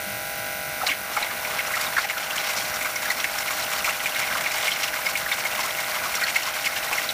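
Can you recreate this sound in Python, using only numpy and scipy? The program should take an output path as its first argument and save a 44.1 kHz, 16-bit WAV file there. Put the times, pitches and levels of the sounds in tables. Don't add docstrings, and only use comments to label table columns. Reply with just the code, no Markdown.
import sys
import numpy as np
from scipy import signal
from scipy.fft import rfft, irfft
from scipy.io import wavfile
from scipy.ndimage import uniform_filter1d

SR = 44100
rng = np.random.default_rng(int(sys.argv[2]) if len(sys.argv) > 2 else 0)


def wav_record(signal):
    frames = np.transpose(np.atleast_2d(signal))
    bounded = np.clip(frames, -1, 1)
    quanta = np.round(bounded * 32767).astype(np.int16)
    wavfile.write(sys.argv[1], SR, quanta)


def boost_factor(decibels):
    exponent = np.asarray(decibels, float) / 20
    return 10 ** exponent


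N = 314433

# f/Hz, level/dB
RUMBLE_SPECTRUM = [(22, -30), (36, -23), (50, -1.5), (81, -3), (152, 0), (260, -1.5), (400, -7), (600, -21)]
# t/s, level/dB, f/Hz, t60/s
KNOCKS = [
    (0.06, -48, 204, 0.36),
    (.12, -49, 116, 0.23),
    (.36, -48, 200, .15),
    (.40, -47, 111, 0.14),
    (0.681, -40, 148, 0.08),
    (0.899, -35.5, 283, 0.075),
]
# multiple of shaft speed, level/dB
PUMP_ORDERS = [(10, -56.5), (11, -51.5), (13, -43.5), (14, -47), (15, -50.5), (16, -53.5), (17, -43.5),
               (21, -50), (23, -60), (25, -58), (28, -52), (29, -46), (31, -42), (32, -48), (33, -50),
               (34, -45.5), (40, -50), (41, -53), (42, -50), (43, -44.5), (46, -46.5), (49, -47), (52, -49),
               (55, -53), (58, -51), (62, -53.5), (78, -55), (83, -54.5), (84, -60), (88, -56.5)]
# f/Hz, level/dB
CASING_SPECTRUM = [(200, -70), (450, -72), (800, -65), (1500, -81), (2800, -63), (3200, -65), (4200, -78.5),
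                   (6000, -60), (9000, -98)]
VALVE_DB = [2, 6.4, 1.6, 5.1, 7.6, 5.3]
# f/Hz, level/dB per Hz
HISS_SPECTRUM = [(300, -2.5), (430, -16.5), (620, -1.5), (1100, -6), (1500, -0.5), (2500, -2), (3200, -5),
                 (4300, -3.5), (5500, -6), (7500, -10.5), (9800, -6.5), (12000, -10), (13500, -5),
                 (16000, -5.5)]
# f/Hz, width/Hz, level/dB
MOUTH_MODES = [(743, 550, -2.5), (1250, 470, -2), (1600, 120, -4)]
# f/Hz, width/Hz, level/dB
PUDDLE_MODES = [(2134, 290, 7), (2800, 750, 0.5), (3570, 310, -9)]
# f/Hz, level/dB
SPRAY_SPECTRUM = [(3500, -5), (4300, 2), (4900, -1.5), (5600, 5), (6400, -5.5), (7500, -8)]
# f/Hz, level/dB
MIST_SPECTRUM = [(6000, -2), (7000, 3), (8500, 0), (10500, -3), (13000, -3.5), (16000, -2)]
# t/s, flow/dB, froth/dB
COUGH = [
    (0.76, -57, -9),
    (0.832, -51, -3),
    (0.876, -31, -1.5),
    (0.92, -26.5, -24),
    (0.952, -40, -15),
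    (0.97, -54, -11),
]
# t/s, flow/dB, froth/dB
STREAM = [(1.08, -46, -18), (1.15, -35, 1.5), (1.27, -37, -16), (1.5, -36, -7.5), (1.8, -32.5, -6),
          (2.1, -32, -7.5), (2.4, -28.5, -8.5), (2.6, -33, -0.5), (2.72, -38, -2), (3.1, -34.5, -6),
          (3.6, -32.5, -4), (4.3, -31.5, -8), (4.75, -29.5, -6.5), (5.0, -33.5, -5), (5.65, -31.5, -5),
          (5.92, -35, -4.5), (6.45, -30, -5), (7.05, -33, -6)]
# t/s, level/dB, length/ms
PUDDLE_POPS = [(.893, -17, 7.6), (0.915, -17.5, 8.1), (1.17, -20, 7.4), (1.226, -20.5, 7.7),
               (4.158, -22, 5.6), (1.447, -24.5, 6.5), (1.588, -26, 14), (2.098, -27.5, 13),
               (2.847, -17.5, 3.5), (2.96, -23.5, 6.3), (3.242, -14, 5.7), (3.479, -22.5, 6.8),
               (2.81, -23, 5.8), (3.733, -27, 8), (3.844, -18, 6.3), (4.058, -13, 2.9), (4.193, -23, 7.5),
               (4.232, -24, 8.1), (4.459, -20, 8.8), (4.678, -18, 7.4), (5.063, -19, 6.5),
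               (5.153, -17, 5.4), (5.315, -15, 5.4), (5.452, -23, 10), (5.785, -25, 7.1), (6.207, -26, 42),
               (6.281, -21, 5), (6.359, -15, 8.1), (4.272, -32, 22), (6.658, -21.5, 16)]
# t/s, level/dB, f/Hz
MOUTH_GULPS = [(.812, -28.5, 1250), (.832, -24, 757), (1.164, -20.5, 1234), (1.17, -23.5, 856),
               (1.21, -29.5, 850), (1.703, -28, 1480), (1.736, -21.5, 2005), (1.765, -24.5, 1186),
               (1.965, -17.5, 1750), (1.979, -14.5, 1452), (2.043, -27.5, 824), (2.165, -26.5, 1440),
               (6.215, -23, 1500), (2.327, -30.5, 1600), (2.854, -25.5, 1540), (3.053, -27, 1680),
               (3.1, -18.5, 1994), (3.505, -26, 1215), (3.875, -21, 1170), (4.31, -25, 1514),
               (4.351, -22.5, 1234), (4.933, -28, 1585), (2.03, -27, 2020), (5.59, -23.5, 956),
               (6.055, -26.5, 1170), (6.471, -28.5, 1060), (4.545, -28.5, 890), (5.64, -30, 1080),
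               (6.912, -25.5, 898), (6.978, -20.5, 2035)]
# t/s,
# level/dB, f/Hz
SPRAY_SNAPS = [(0.866, -19.5, 3930), (0.886, -20, 2690), (.909, -45, 2880), (1.225, -25, 3980),
               (1.809, -27, 4800), (1.864, -28.5, 3720), (2.454, -44, 5740), (2.739, -29, 5500),
               (2.957, -27, 5660), (3.102, -24.5, 4140), (3.2, -28, 5684), (3.384, -27, 5400),
               (4.724, -29, 4100), (3.623, -30, 4060), (3.893, -22.5, 2740), (4.516, -37, 7700),
               (4.627, -27, 3360), (4.672, -31, 5800), (4.716, -18, 3130), (4.832, -25, 5560),
               (5.059, -27, 4980), (5.321, -20.5, 3580), (5.61, -31, 4380), (6.152, -27, 5650),
               (6.421, -23.5, 2800), (6.235, -21, 4320), (6.656, -30, 4800), (6.76, -26, 2790),
               (6.928, -20, 2470), (7.089, -20, 3875)]

SHAFT_HZ = 47.305
PUDDLE_HZ = 2212
FADE_S, FADE_DB, FADE_FALL_S = 7.1, 8, 0.033


def rms_one(x):
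    return x / np.sqrt(np.mean(x ** 2) + 1e-20)


def at_hz(points, hz):
    table_hz, table_db = np.array(points).T
    return np.interp(np.log(hz), np.log(table_hz), table_db)


def drift(rate_hz):
    r = np.exp(-16 * np.pi * min(rate_hz, 800) / SR)
    slow = signal.lfilter([1], [1, -2 * r, r * r], rng.standard_normal(N // 8 + 4002))[4000:]
    return np.interp(np.arange(N) / 8, np.arange(len(slow)), rms_one(slow))


def coloured(x, spectrum):
    hz = np.arange(N // 2 + 1) * SR / N + 1
    gain = boost_factor(at_hz(spectrum, hz)) * (hz > spectrum[0][0]) * (hz < spectrum[-1][0])
    return rms_one(irfft(rfft(x) * gain, N))


def highpass(x, hz):
    return signal.sosfilt(signal.butter(2, hz, "high", fs=SR, output="sos"), x)


def resonate(x, hz, width_hz):
    r = np.exp(-np.pi * width_hz / SR)
    poles = [1, -2 * r * np.cos(2 * np.pi * hz / SR), r * r]
    return signal.lfilter(np.array([1, 0, -1]) * (1 - r * r) / 2, poles, x)


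def rumble():
    gust_db = drift(5)
    return boost_factor(-48.5 + gust_db) * coloured(rng.standard_normal(N), RUMBLE_SPECTRUM)


def knocks():
    out, t = np.zeros(N), np.arange(N // 8) / SR
    for s, db, hz, t60_s in KNOCKS:
        at = round(s * SR)
        envelope = boost_factor(db + 12.0 - 60 * t / t60_s) * (1 - np.exp(-t / 0.014))
        out[at:at + len(t)] += envelope * np.sin(2 * np.pi * hz * t)
    return out


def pump_buzz(turns):
    orders = np.arange(4, 190)
    level_db = at_hz(CASING_SPECTRUM, orders * SHAFT_HZ) + 2.2 * rng.standard_normal(len(orders))
    for order, db in PUMP_ORDERS:
        level_db[orders == round(order)] = db
    out, size = 0, 4096
    cycle = np.arange(size) / size
    rattle = rng.standard_normal(size) * np.exp(-(3 * cycle % 1) / .7) * boost_factor(-8 * cycle)
    lines = boost_factor(level_db) * np.exp(1j * np.angle(rfft(rattle)[orders]))
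    for group in range(3):
        spectrum = np.zeros(size // 2 + 1, complex)
        spectrum[orders[group::3]] = lines[group::3]
        wave = irfft(spectrum, size) * size / np.sqrt(2)
        out = out + np.interp(turns % 1, cycle, wave, period=1) * boost_factor(.5 * drift(2.5))
    return out


def machine_hiss(turns):
    stroke = 6 * turns - .45
    since = stroke % 1
    stroke_gain = boost_factor(np.array(VALVE_DB)[stroke.astype(int) % 6])
    puff = stroke_gain * (1 - np.exp(-since / 0.064)) * np.exp(-since / 0.43)
    hiss = coloured(rng.standard_normal(N), HISS_SPECTRUM)
    top = highpass(hiss, 7000)
    puffed = (hiss - top) * (0.68 + .5 * puff) + top * (0.6 + 1.51 * puff)
    return boost_factor(-36) * puffed * boost_factor(0.46 * drift(18))


def washer():
    turns = SHAFT_HZ * np.arange(N) / SR + .002 * drift(.7)
    return pump_buzz(turns) + machine_hiss(turns)


def droplets(per_s, spread_db, clump_db, clump_hz):
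    sizes = boost_factor(spread_db * np.minimum(rng.exponential(1, N), 5)) * rng.choice([-1, 1], N)
    return sizes * (rng.random(N) < per_s / SR) * boost_factor(clump_db * drift(clump_hz))


def landings(per_s, spread_db, decay_s):
    r = np.exp(-1 / (decay_s * SR))
    hits = boost_factor(spread_db * rng.standard_normal(N)) * (rng.random(N) < per_s / SR)
    draining = signal.lfilter([1], [1, -r], hits)
    level = np.log(.3 + signal.lfilter([.03], [1, -.97], draining))
    return rms_one(np.tanh(.6 * rms_one(level - level.mean())))


def slugs(rows):
    kicks = np.zeros(N)
    for s, db, hz, _ in rows:
        kicks[round(s * SR) - 60] += boost_factor(0.5 * (db + 29.5)) * (hz / 2200) ** 1.03
    drain = np.exp(-1 / (0.022 * SR))
    draining = signal.lfilter([1], [1, -drain], kicks + 1e-18)
    flow = signal.lfilter([.02], [1, -.98], draining)
    return 2.5 * np.tanh(flow / 2.5)


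def stream_course():
    s, flow_db, froth_db = np.transpose(COUGH + STREAM)
    t, lead_s = np.arange(N) / SR, 0.042
    fade = np.clip((t - FADE_S) / FADE_FALL_S, 0, 1)
    landing_db = np.interp(t, s, flow_db + 32, left=-60) - FADE_DB * fade
    mouth_db = np.interp(t + lead_s, s, flow_db + 32, left=-90) - 20 * (t > FADE_S - lead_s)
    return landing_db, np.interp(t, s, froth_db + 8), mouth_db


def gurgle():
    ringing = sum(boost_factor(db) * resonate(droplets(1100, 2.0, 2.5, 25), hz, w) for hz, w, db in MOUTH_MODES)
    return rms_one(highpass(ringing, 480))


def splash():
    return rms_one(sum(boost_factor(db) * resonate(droplets(1500, 2.0, 2.4, 27), hz, w) for hz, w, db in PUDDLE_MODES))


def plinks(per_s):
    hits, dealt = np.abs(droplets(per_s, 2.6, 1.2, 12)), rng.integers(0, 14, N)
    pitches, grit, out = np.geomspace(800, 6000, 14), rng.standard_normal(N), 0
    for k, hz in enumerate(pitches):
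        puffs = signal.lfilter([1], [1, -1.97, .985 ** 2], hits * (dealt == k) + 1e-18)
        ringing = resonate(puffs * np.roll(grit, 999 * k), hz, 0.11 * hz)
        out = out + boost_factor(-5 * np.log2(hz / 2200) ** 2) * rms_one(ringing)
    return rms_one(out)


def gush(rows):
    flow_db, froth_db, mouth_db = stream_course()
    surge, slug = landings(90, 3.0, .008), slugs(rows)
    spray = coloured(droplets(9000, 3.0, 2.0, 40), SPRAY_SPECTRUM)
    mist = coloured(droplets(12000, 3.0, 2.2, 40), MIST_SPECTRUM)
    gurgle_gain = boost_factor(-35 + 0.53 * mouth_db + 2.05 * surge) * (1 + 0.11 * slug)
    splash_gain = boost_factor(-36.5 + flow_db + 3.8 * surge) * (1 + 0.57 * slug)
    plink_gain = boost_factor(-37 + flow_db)
    spray_gain = boost_factor(-43 + flow_db + froth_db + 3.1 * surge) * (1 + 0.5 * slug)
    mist_db = -43.5 + flow_db + 0.99 * froth_db + 2.2 * surge + 1.3 * drift(25)
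    mist_gain = boost_factor(mist_db) * (1 + 0.5 * slug)
    return (gurgle_gain * gurgle() + splash_gain * splash() + plink_gain * plinks(150)
            + spray_gain * spray + mist_gain * mist)


def pockets():
    scatter = 0.0071 * rng.standard_normal(len(PUDDLE_POPS))
    pops = [(s, db, PUDDLE_HZ * (1 + d), ms / 1000) for (s, db, ms), d in zip(PUDDLE_POPS, scatter)]
    gulps = [(s, db, hz, 0.0101) for s, db, hz in MOUTH_GULPS]
    snaps = [(s, db, hz, 0.0066) for s, db, hz in SPRAY_SNAPS]
    return pops + gulps + snaps


def small_pops():
    count, from_s, level_db, spread_db, length_s = 110, 1.3, -33, 2, 0.0065
    when, size, pitch = rng.random((count, 3)).T
    hz = PUDDLE_HZ * np.where(pitch < .6, .95 + .15 * pitch, 2.2 - 1.8 * pitch)
    s = from_s + when * (FADE_S - from_s - .05)
    db = level_db + 2 * spread_db * (size - .5)
    return [(a, b, c, length_s) for a, b, c in zip(s, db, hz)]


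def bursts(rows):
    out, draws = np.zeros(N + 4000), rng.standard_normal((len(rows), 3, 4000))
    t = np.arange(4000) / SR
    for (s, db, hz, length_s), (a, b, c) in zip(rows, draws):
        rise = 1 - np.exp(-(t / (0.00097 + 0.19 * length_s)) ** 2)
        shape = rise * np.exp(-(t / (0.76 * length_s)) ** 1.15)
        edge_hz = np.clip(140 + 0.061 * hz, 30, 2000)
        waver = signal.lfilter(*signal.butter(2, edge_hz, fs=SR), a + 1j * b)
        rough = 1.48 + rms_one(waver.view(float)).view(complex)
        tone = np.real(rough * np.exp(2j * np.pi * hz * (1.03 * t - 2.65 * t * t))) * shape
        tone /= np.sqrt(np.sum(tone ** 2) / np.sum(shape ** 2))
        slap = signal.lfilter([.5, 0, -.5], [1, -.6], c) * boost_factor(-15 + 7.6 * np.log2(hz / 2200))
        slap = slap * np.exp(-t / (0.25 * length_s)) * np.minimum(t / 0.00051, 1)
        at = round(s * SR)
        out[at:at + 4000] += boost_factor(db + 6.5) * (tone + slap)
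    return out[:N]


def yard(x):
    dull = signal.lfilter([.4], [1, -.6], x)
    echoes = [(.0037, -5), (.0083, -7), (.017, -45), (.031, -19)]  # t/s, level/dB
    return x + sum(boost_factor(db) * np.roll(dull, round(s * SR)) for s, db in echoes)


def water():
    rows = pockets()
    return yard(bursts(rows + small_pops())) + gush(rows)


def scene():
    return (rumble() + knocks() + washer() + water())[None]


def roll_off(x):
    return signal.sosfilt(signal.butter(12, 16620, fs=SR, output="sos"), x)


def record(dry):
    level_db = 10 * np.log10(uniform_filter1d(dry[0] ** 2, 1300) + 1e-12)
    ramp_db = 14 * np.arange(N) / SR
    held_db = np.maximum.accumulate(np.maximum(level_db + 26, 0) + ramp_db) - ramp_db
    duck_db = signal.lfilter([.002], [1, -.998], held_db)
    rounded = np.tanh(1.647 * dry * boost_factor(-.32 * duck_db)) / 1.555
    cut = signal.ellip(14, .3, 90, 15320, fs=SR, output="sos")
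    return roll_off(signal.sosfilt(cut, rounded))


dry = scene()
out = record(dry)
wav_record(out)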